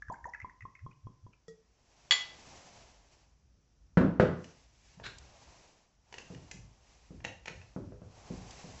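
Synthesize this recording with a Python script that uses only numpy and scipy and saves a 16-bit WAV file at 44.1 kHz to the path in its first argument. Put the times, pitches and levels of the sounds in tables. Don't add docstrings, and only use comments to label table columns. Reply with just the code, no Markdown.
import sys
import numpy as np
from scipy import signal
from scipy.fft import irfft
from scipy.io import wavfile

SR = 44100
rng = np.random.default_rng(int(sys.argv[2]) if len(sys.argv) > 2 else 0)


def bounce(signal):
    frames = np.transpose(np.atleast_2d(signal))
    limited = np.clip(frames, -1, 1)
    pcm = np.round(limited * 32767).astype(np.int16)
    wavfile.write(sys.argv[1], SR, pcm)


N = 388080
T = np.arange(SR) / SR
TIME_S = np.arange(N) / SR

# time in seconds, level in dB before a common lift.
RUMBLE_LEVEL = [
    [(0.0, -68), (1.14, -78), (1.63, -80), (3.0, -71), (3.3, -72.5), (3.9, -68.5)],
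    [(4.65, -73), (5.18, -61.5), (5.75, -80), (6.63, -64.5), (6.85, -70.5), (8.8, -63)],
]
# frequency in Hz, level in dB.
RUMBLE_SPECTRUM = [(20, -19), (35, -13), (52, 8.5), (68, 2), (90, -6), (130, -9), (300, -23), (1000, -45.5),
                   (3000, -63)]
# frequency in Hz, level in dB.
HISS_SPECTRUM = [(100, 11), (400, 6), (1000, 1.5), (2000, -3), (4200, -6), (5800, 2.5), (7600, -8.5)]
RUMBLE_LIFT_DB, RUMBLE_WAVER_DB, AIR_HISS_DB = 5, 1, -77
ROOM_T60_S = 0.39
TOP_HZ = 7750

# time of greatest speed in seconds, rise in seconds,
# fall in seconds, hiss level in dB, level of the rustle's body in dB.
ARM_MOVES = [(2.6, .56, 0.37, -59.5, -59), (3.17, 0.085, 0.13, -72, -73), (4.46, 0.084, 0.23, -66, -69),
             (4.879, 0.082, 0.071, -69.5, -99), (5.5, 0.5, 0.29, -63, -62), (6.2, .11, 0.46, -65, -63),
             (6.97, .2, 0.31, -69, -71.5), (7.58, 0.17, 0.33, -69, -68.5), (8.3, 0.19, 0.27, -62.5, -58),
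             (8.7, 0.31, 0.3, -57.5, -57.5)]
# frequency in Hz, level in dB.
SHIRT_HISS_SPECTRUM = [(1000, -16), (1600, 0), (2500, 2.5), (3500, -1.5), (4500, 0), (6000, 2.5),
                       (7600, -3)]
SHIRT_BODY_SPECTRUM = [(40, 2.5), (120, 6.5), (250, 2), (450, 1), (720, 5), (1050, 1), (1500, -9),
                       (3000, -26)]
# start in seconds, level in dB.
SNAPS = [(5.184, -45), (8.508, -44)]

# time of the peak in seconds, level in dB.
SCRAPES = [(5.046, -47), (5.065, -42)]
# frequency in Hz, level in dB.
SCRAPE_SPECTRUM = [(300, -13), (1050, -11.5), (1550, 3), (2050, -4), (2450, -3.5), (3100, -10),
                   (3900, -2.5), (4800, -12), (7600, -22)]
SCRAPE_RISE_S, SCRAPE_FALL_S = 0.0097, 0.012
# start in seconds, level in dB, brightness (low-pass) in Hz,
# ring relative to the crack in dB.
CAP_CLICKS = [(4.443, -45.5, 5000, -2.5), (4.999, -38.5, 910, 3.5), (6.126, -43, 4080, -6),
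              (6.141, -43, 4940, 3.5), (6.183, -37.5, 4900, -1.5), (6.348, -52, 6000, 6.5),
              (6.513, -37, 6000, -7), (7.204, -48.5, 1790, 3), (7.249, -29.5, 3540, 1.5),
              (7.457, -38, 4470, -4), (7.480, -29.5, 3120, -10), (7.615, -53, 3480, 5)]
# nominal frequency in Hz, level in dB, T60 in seconds.
CAP_MODES = [(944, -14.5, 0.043), (1900, -13, 0.038), (1880, -7.5, 0.014), (2450, -7.5, 0.02),
             (2792, -5, 0.034), (4130, -12, 0.015)]
# frequency in Hz, level in dB.
CAP_CRACK_SPECTRUM = [(100, -7.5), (300, -2), (900, -1), (1300, -11), (2000, 4), (3500, -5), (5000, -4.5),
                      (6800, 3.5), (7800, -6)]
FIRM_CLICK_DB = -34
GRAZE_S, GRAZE_DB = .006, -9.5

# start in seconds, level in dB, brightness (low-pass) in Hz,
# knock relative to the boom in dB.
BLOWS = [(3.972, -12.5, 1638, -21), (4.198, -11.5, 1970, 2), (4.972, -46, 146.5, -7),
         (6.302, -38, 544, -3.5), (6.544, -42.5, 260, -12), (7.106, -41, 560, -9), (7.225, -47.5, 174, -4),
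         (7.508, -46, 196, 7), (7.762, -30, 706, -10.5), (7.921, -48.5, 1200, 7.5), (8.018, -47, 1200, 2),
         (8.303, -33, 478, -4.5), (8.642, -40, 450, -1)]
# frequency in Hz, level in dB, T60 in seconds.
COUNTER_MODES = [(55, -16, .55), (88, -13, .5), (123, -15, .48), (147, -6, .38), (174, 0, .22),
                 (203, -4, .1), (262, -19, .48), (286, -21, .35), (344, -17, .32), (372, -16, .3),
                 (406, -13, .3), (447, -21, .42), (505, -4, .15), (575, -13, .2), (605, -9, .2),
                 (652, -14, .16), (1600, -16, .13), (1985, -29, .45)]
# frequency in Hz, level in dB.
COUNTER_WASH_SPECTRUM = [(30, -29), (60, -9.5), (110, -5), (180, 3), (300, -4), (560, -7.5), (750, -16.5),
                         (1500, -12.5), (2300, -23), (4000, -24.5), (7800, -25.5)]
BOOM_KNOCK_SPLIT_HZ = 380
FLAT_KNOCK_DB = -3
ROCK_S, ROCK_DB, ROCK_DULLING = .038, -5, 0.54
LATE_BOOM_S, LATE_BOOM_DB, SOFT_BLOW_DB = .055, -31.5, -31.5

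# frequency in Hz, relative level in dB, T60 in seconds.
GLASS_MODES = [(2002, -27, .3), (2163, -35, .18), (2613, -32, .09), (2876, -29, .08), (2931, -24, .08),
               (3316, -21.5, .17), (3384, -21, .13), (3482, -41, .3), (3770, -34, .12), (4120, -36, .11),
               (4345, -30, .2), (4472, -27, .16), (6680, -35, .1), (7154, -33, .18)]
# frequency in Hz, level in dB.
CLINK_CRACK_SPECTRUM = [(100, -26.5), (400, -14.5), (800, 1), (1700, 4), (3200, 5.5), (5200, 1),
                        (6000, -4.5), (7800, -19)]

# pinch-off in seconds, gulp level in dB, gulp frequency in Hz
# at the crest of its swell, lead of that crest before pinch-off in seconds, ping frequency in Hz.
GLUGS = [(0.099, -39, 91.5, 0.0028, 1018), (.254, -50, 68, 0.0084, 960), (0.445, -43, 106, 0.0057, 1014),
         (0.652, -45.5, 112.7, 0.013, 1062), (0.863, -41, 115.6, 0.0172, 1058),
         (1.069, -41, 109, 0.01, 1040), (1.265, -46.5, 110, 0.014, 1000)]
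PING_DB = -33
POUR_S, FLOW_DROP_DB, FLOW_CURVE = 1.3, 20.5, 2.1
# start in seconds, start frequency in Hz,
# target frequency in Hz (the sweep stops at 0.94 of it), length in seconds, level in dB.
SWEEPS = [(0.098, 468, 992, .029, -37.5), (0.255, 351, 1010, .039, -43.5)]
# start in seconds,
# level in dB, frequency in Hz.
BURSTS = [(.022, -35.5, 1685), (0.083, -41.5, 1620), (.141, -43, 1545), (0.242, -38.5, 1790),
          (0.336, -35, 1946), (.347, -35, 1680), (.401, -39, 1990), (.415, -40, 2060), (.496, -49, 1850),
          (.607, -44.5, 2015), (.622, -45.5, 1915), (.752, -47, 2120), (.791, -54.5, 1990),
          (0.913, -58.5, 2470), (1.333, -58.5, 2350)]
BURST_T60_S = 0.029
# frequency in Hz, level in dB, T60 in seconds.
NECK_MODES = [(173, -51, 0.24), (1300, -57.5, 0.046), (1907, -58, 0.25), (3400, -57, 0.049)]


def undb(db):
    return 10 ** (np.asarray(db) / 20)


def add(out, start_s, sound):
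    start = int(start_s * SR)
    out[start:start + len(sound)] += sound[:len(out) - start]


def fade(t60_s):
    return np.exp(-np.log(1000) * T / t60_s)


def noise(spectrum, size):
    hz, db = np.transpose(spectrum)
    bin_hz = np.arange(size // 2 + 1) * SR / size
    gain = undb(np.interp(np.log(bin_hz + 1), np.log(hz), db)) * (bin_hz < SR / 5)
    x = irfft(gain * np.exp(2j * np.pi * rng.random(len(bin_hz))), size)
    return x / x.std()


def ring(modes):
    return sum(undb(db) * fade(t60_s) * np.sin(2 * np.pi * hz * T) for hz, db, t60_s in modes)


def soften(x, cutoff_hz):
    return signal.sosfilt(signal.butter(2, min(cutoff_hz, SR / 3), fs=SR, output="sos"), x)


def cut_bass(x, cutoff_hz):
    return signal.sosfilt(signal.butter(2, cutoff_hz, "high", fs=SR, output="sos"), x)


def walk(rate_hz):
    knots = rng.standard_normal(N // 100)
    return np.interp(TIME_S * rate_hz, np.arange(len(knots)), knots)


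def sine(hz):
    return np.sin(2 * np.pi * np.cumsum(hz) / SR)


def swish(peak_s, rise_s, fall_s):
    lag_s = TIME_S - peak_s
    return np.exp(-(lag_s / np.where(lag_s < 0, rise_s, fall_s)) ** 2)


def room(x, wet_db):
    build_up = np.clip((T - .005) / 0.0095, 0, 1)
    tail = noise([(60, -3.0), (300, 3.5), (2000, -4), (7800, -1.5)], len(T)) * fade(ROOM_T60_S) * build_up
    return x + undb(wet_db) * signal.fftconvolve(x, tail / np.linalg.norm(tail))[:N]


def air():
    rumble_db = np.interp(TIME_S, *np.transpose(np.vstack(RUMBLE_LEVEL))) + RUMBLE_LIFT_DB
    rumble = undb(rumble_db + RUMBLE_WAVER_DB * walk(rate_hz=12)) * noise(RUMBLE_SPECTRUM, N)
    return rumble + undb(AIR_HISS_DB) * noise(HISS_SPECTRUM, N)


def shirt():
    hiss, body = 0, 0
    for peak_s, rise_s, fall_s, hiss_db, body_db in ARM_MOVES:
        speed = swish(peak_s, rise_s, fall_s)
        hiss = hiss + undb(hiss_db) * speed
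        body = body + undb(body_db) * speed
    grip_db = walk(rate_hz=40) + 0.8 * walk(rate_hz=30)
    out = hiss * undb(grip_db) * noise(SHIRT_HISS_SPECTRUM, N)
    out += body * undb(0.68 * grip_db) * noise(SHIRT_BODY_SPECTRUM, N)
    for start_s, db in SNAPS:
        snap = fade(0.023) * noise([(1000, -23), (3000, -6), (6000, -1.5)], len(T))
        add(out, start_s, undb(db) * snap)
    return out


def cap():
    drag = sum(undb(db) * swish(peak_s, SCRAPE_RISE_S, SCRAPE_FALL_S) for peak_s, db in SCRAPES)
    out = drag * undb(1.6 * walk(rate_hz=640)) * noise(SCRAPE_SPECTRUM, N)
    for start_s, db, bright_hz, ring_db in CAP_CLICKS:
        modes = np.array(CAP_MODES)
        modes[:, 0] *= 1 + 0.03 * rng.standard_normal(len(modes))
        crack = noise(CAP_CRACK_SPECTRUM, len(T)) * fade(0.035)
        add(out, start_s, undb(db) * soften(undb(ring_db) * ring(modes) + crack, bright_hz))
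        if db > FIRM_CLICK_DB:
            add(out, start_s - GRAZE_S, undb(db + GRAZE_DB) * soften(crack, bright_hz))
    return room(out, wet_db=-7)


def rocking(start_s, db, bright_hz, knock_db, count):
    strikes = count if knock_db < FLAT_KNOCK_DB else 1
    return [(start_s + k * ROCK_S, db + k * ROCK_DB, bright_hz * ROCK_DULLING ** k, knock_db)
            for k in range(strikes)]


def counter():
    out = np.zeros(N)
    boom = ring([mode for mode in COUNTER_MODES if mode[0] < BOOM_KNOCK_SPLIT_HZ])
    knock = ring([mode for mode in COUNTER_MODES if mode[0] > BOOM_KNOCK_SPLIT_HZ])
    late_boom = noise([(50, -25), (85, 0.5), (120, -2.5), (180, -18), (400, -39), (1500, -71.5)], N)
    for blow in BLOWS:
        for start_s, db, bright_hz, knock_db in rocking(*blow, count=3):
            wash_fade = undb(-11.0) * fade(0.43) + undb(-9.0) * fade(0.076)
            wash = noise(COUNTER_WASH_SPECTRUM, len(T)) * wash_fade
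            modes = undb(-5) * (boom + undb(knock_db) * knock)
            add(out, start_s, undb(db) * soften(modes + wash, bright_hz))
        start_s, db = blow[:2]
        late_db = LATE_BOOM_DB + .5 * min(db, SOFT_BLOW_DB)
        out += undb(late_db) * swish(start_s + LATE_BOOM_S, .03, .1) * late_boom
    return room(cut_bass(out, 88), wet_db=-13.5)


def clink():
    out = np.zeros(N)
    add(out, 2.109, undb(1.5) * ring(GLASS_MODES) * (1 - undb(-2.5) * fade(0.005)))
    for start_s, db in [(2.109, -21.5), (2.121, -22.5)]:
        crack_fade = fade(0.022) + undb(-16.0) * fade(0.43)
        add(out, start_s, undb(db) * noise(CLINK_CRACK_SPECTRUM, len(T)) * crack_fade)
    return room(cut_bass(out, 330), wet_db=-13.0)


def bubble(hz, t60_s, rise, attack_s):
    swell = (1 - np.exp(-(T / attack_s) ** 2)) * fade(t60_s)
    return swell / swell.max() * sine(hz * (1 + rise * np.minimum(T / t60_s, 1)))


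def flow_db(time_s):
    return -FLOW_DROP_DB * (time_s / POUR_S) ** FLOW_CURVE


def gulps(out):
    lead_s = .07
    for pinch_s, gulp_db, gulp_hz, swell_s, ping_hz in GLUGS:
        before_s, after_s = np.minimum(T - lead_s, 0), np.maximum(T - lead_s, 0)
        swell = np.exp(-((before_s + swell_s) / (0.0072 + 0.93 * swell_s)) ** 2 - after_s / 0.0021)
        gulp = swell * sine(gulp_hz * np.exp((before_s + swell_s) / 0.051))
        add(out, pinch_s - lead_s, undb(gulp_db) * gulp)
        ping = bubble(ping_hz, t60_s=0.051, rise=-0.016, attack_s=0.0018)
        jolt = undb(6.5) * soften(fade(0.0087), 440)
        jolt += undb(-34.5) * bubble(3280, t60_s=0.079, rise=0.0084, attack_s=0.00046)
        add(out, pinch_s, undb(PING_DB + flow_db(pinch_s)) * ping + undb(gulp_db) * jolt)


def rising_bubbles(out):
    for start_s, start_hz, end_hz, length_s, db in SWEEPS:
        u = T / length_s
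        swell = np.minimum(u, 1) ** 0.91 * np.exp(-np.maximum(u - 1, 0) * 3)
        sweep_hz = np.minimum(start_hz + (end_hz - start_hz) * u ** 1.223, .94 * end_hz)
        add(out, start_s, undb(db) * swell * sine(sweep_hz))
        for lag, pitch in rng.random((6, 2)):
            tick = bubble(4500 + 2900 * pitch, t60_s=0.0076, rise=0, attack_s=0.00036)
            add(out, start_s + 0.046 * lag, undb(-57.5) * tick)


def bursting_bubbles(out):
    splutter_spectrum = [(700, -23), (1300, 9.5), (2300, -5), (3200, -17), (4400, -22.5),
                         (6000, -5.0), (7800, -21.5)]
    for start_s, db, hz in BURSTS:
        splutter = fade(0.039) * noise(splutter_spectrum, len(T))
        burst = bubble(hz, BURST_T60_S, rise=0.093, attack_s=0.0011)
        add(out, start_s, undb(db) * burst + undb(.5 * db - 38) * splutter)
        for lag, pitch in rng.random((4, 2)):
            small = bubble(hz * (0.75 + .6 * pitch), t60_s=0.028, rise=0.2, attack_s=0.00081)
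            add(out, start_s + 0.029 * (lag - .3), undb(0.63 * db - 31) * small)


def last_drop(out):
    plop_hz = 435 * (1 + 0.066 * fade(0.15) + 0.016 * walk(rate_hz=63)[:len(T)])
    plop = undb(-43.5) * fade(0.22) * sine(plop_hz)
    spray = undb(-58) * fade(0.12) * noise([(1000, -30), (5800, 20), (7600, 10)], len(T))
    add(out, 1.481, (plop + ring(NECK_MODES)) * (1 - fade(0.0056)) + spray)


def pour():
    out = np.zeros(N)
    gulps(out)
    rising_bubbles(out)
    bursting_bubbles(out)
    last_drop(out)
    return room(out, wet_db=-13)


def scene():
    return (air() + shirt() + cap() + counter() + clink() + pour())[None]


def record(dry):
    return signal.sosfilt(signal.ellip(10, .2, 70, TOP_HZ, fs=SR, output="sos"), dry)


dry = scene()
out = record(dry)
bounce(out)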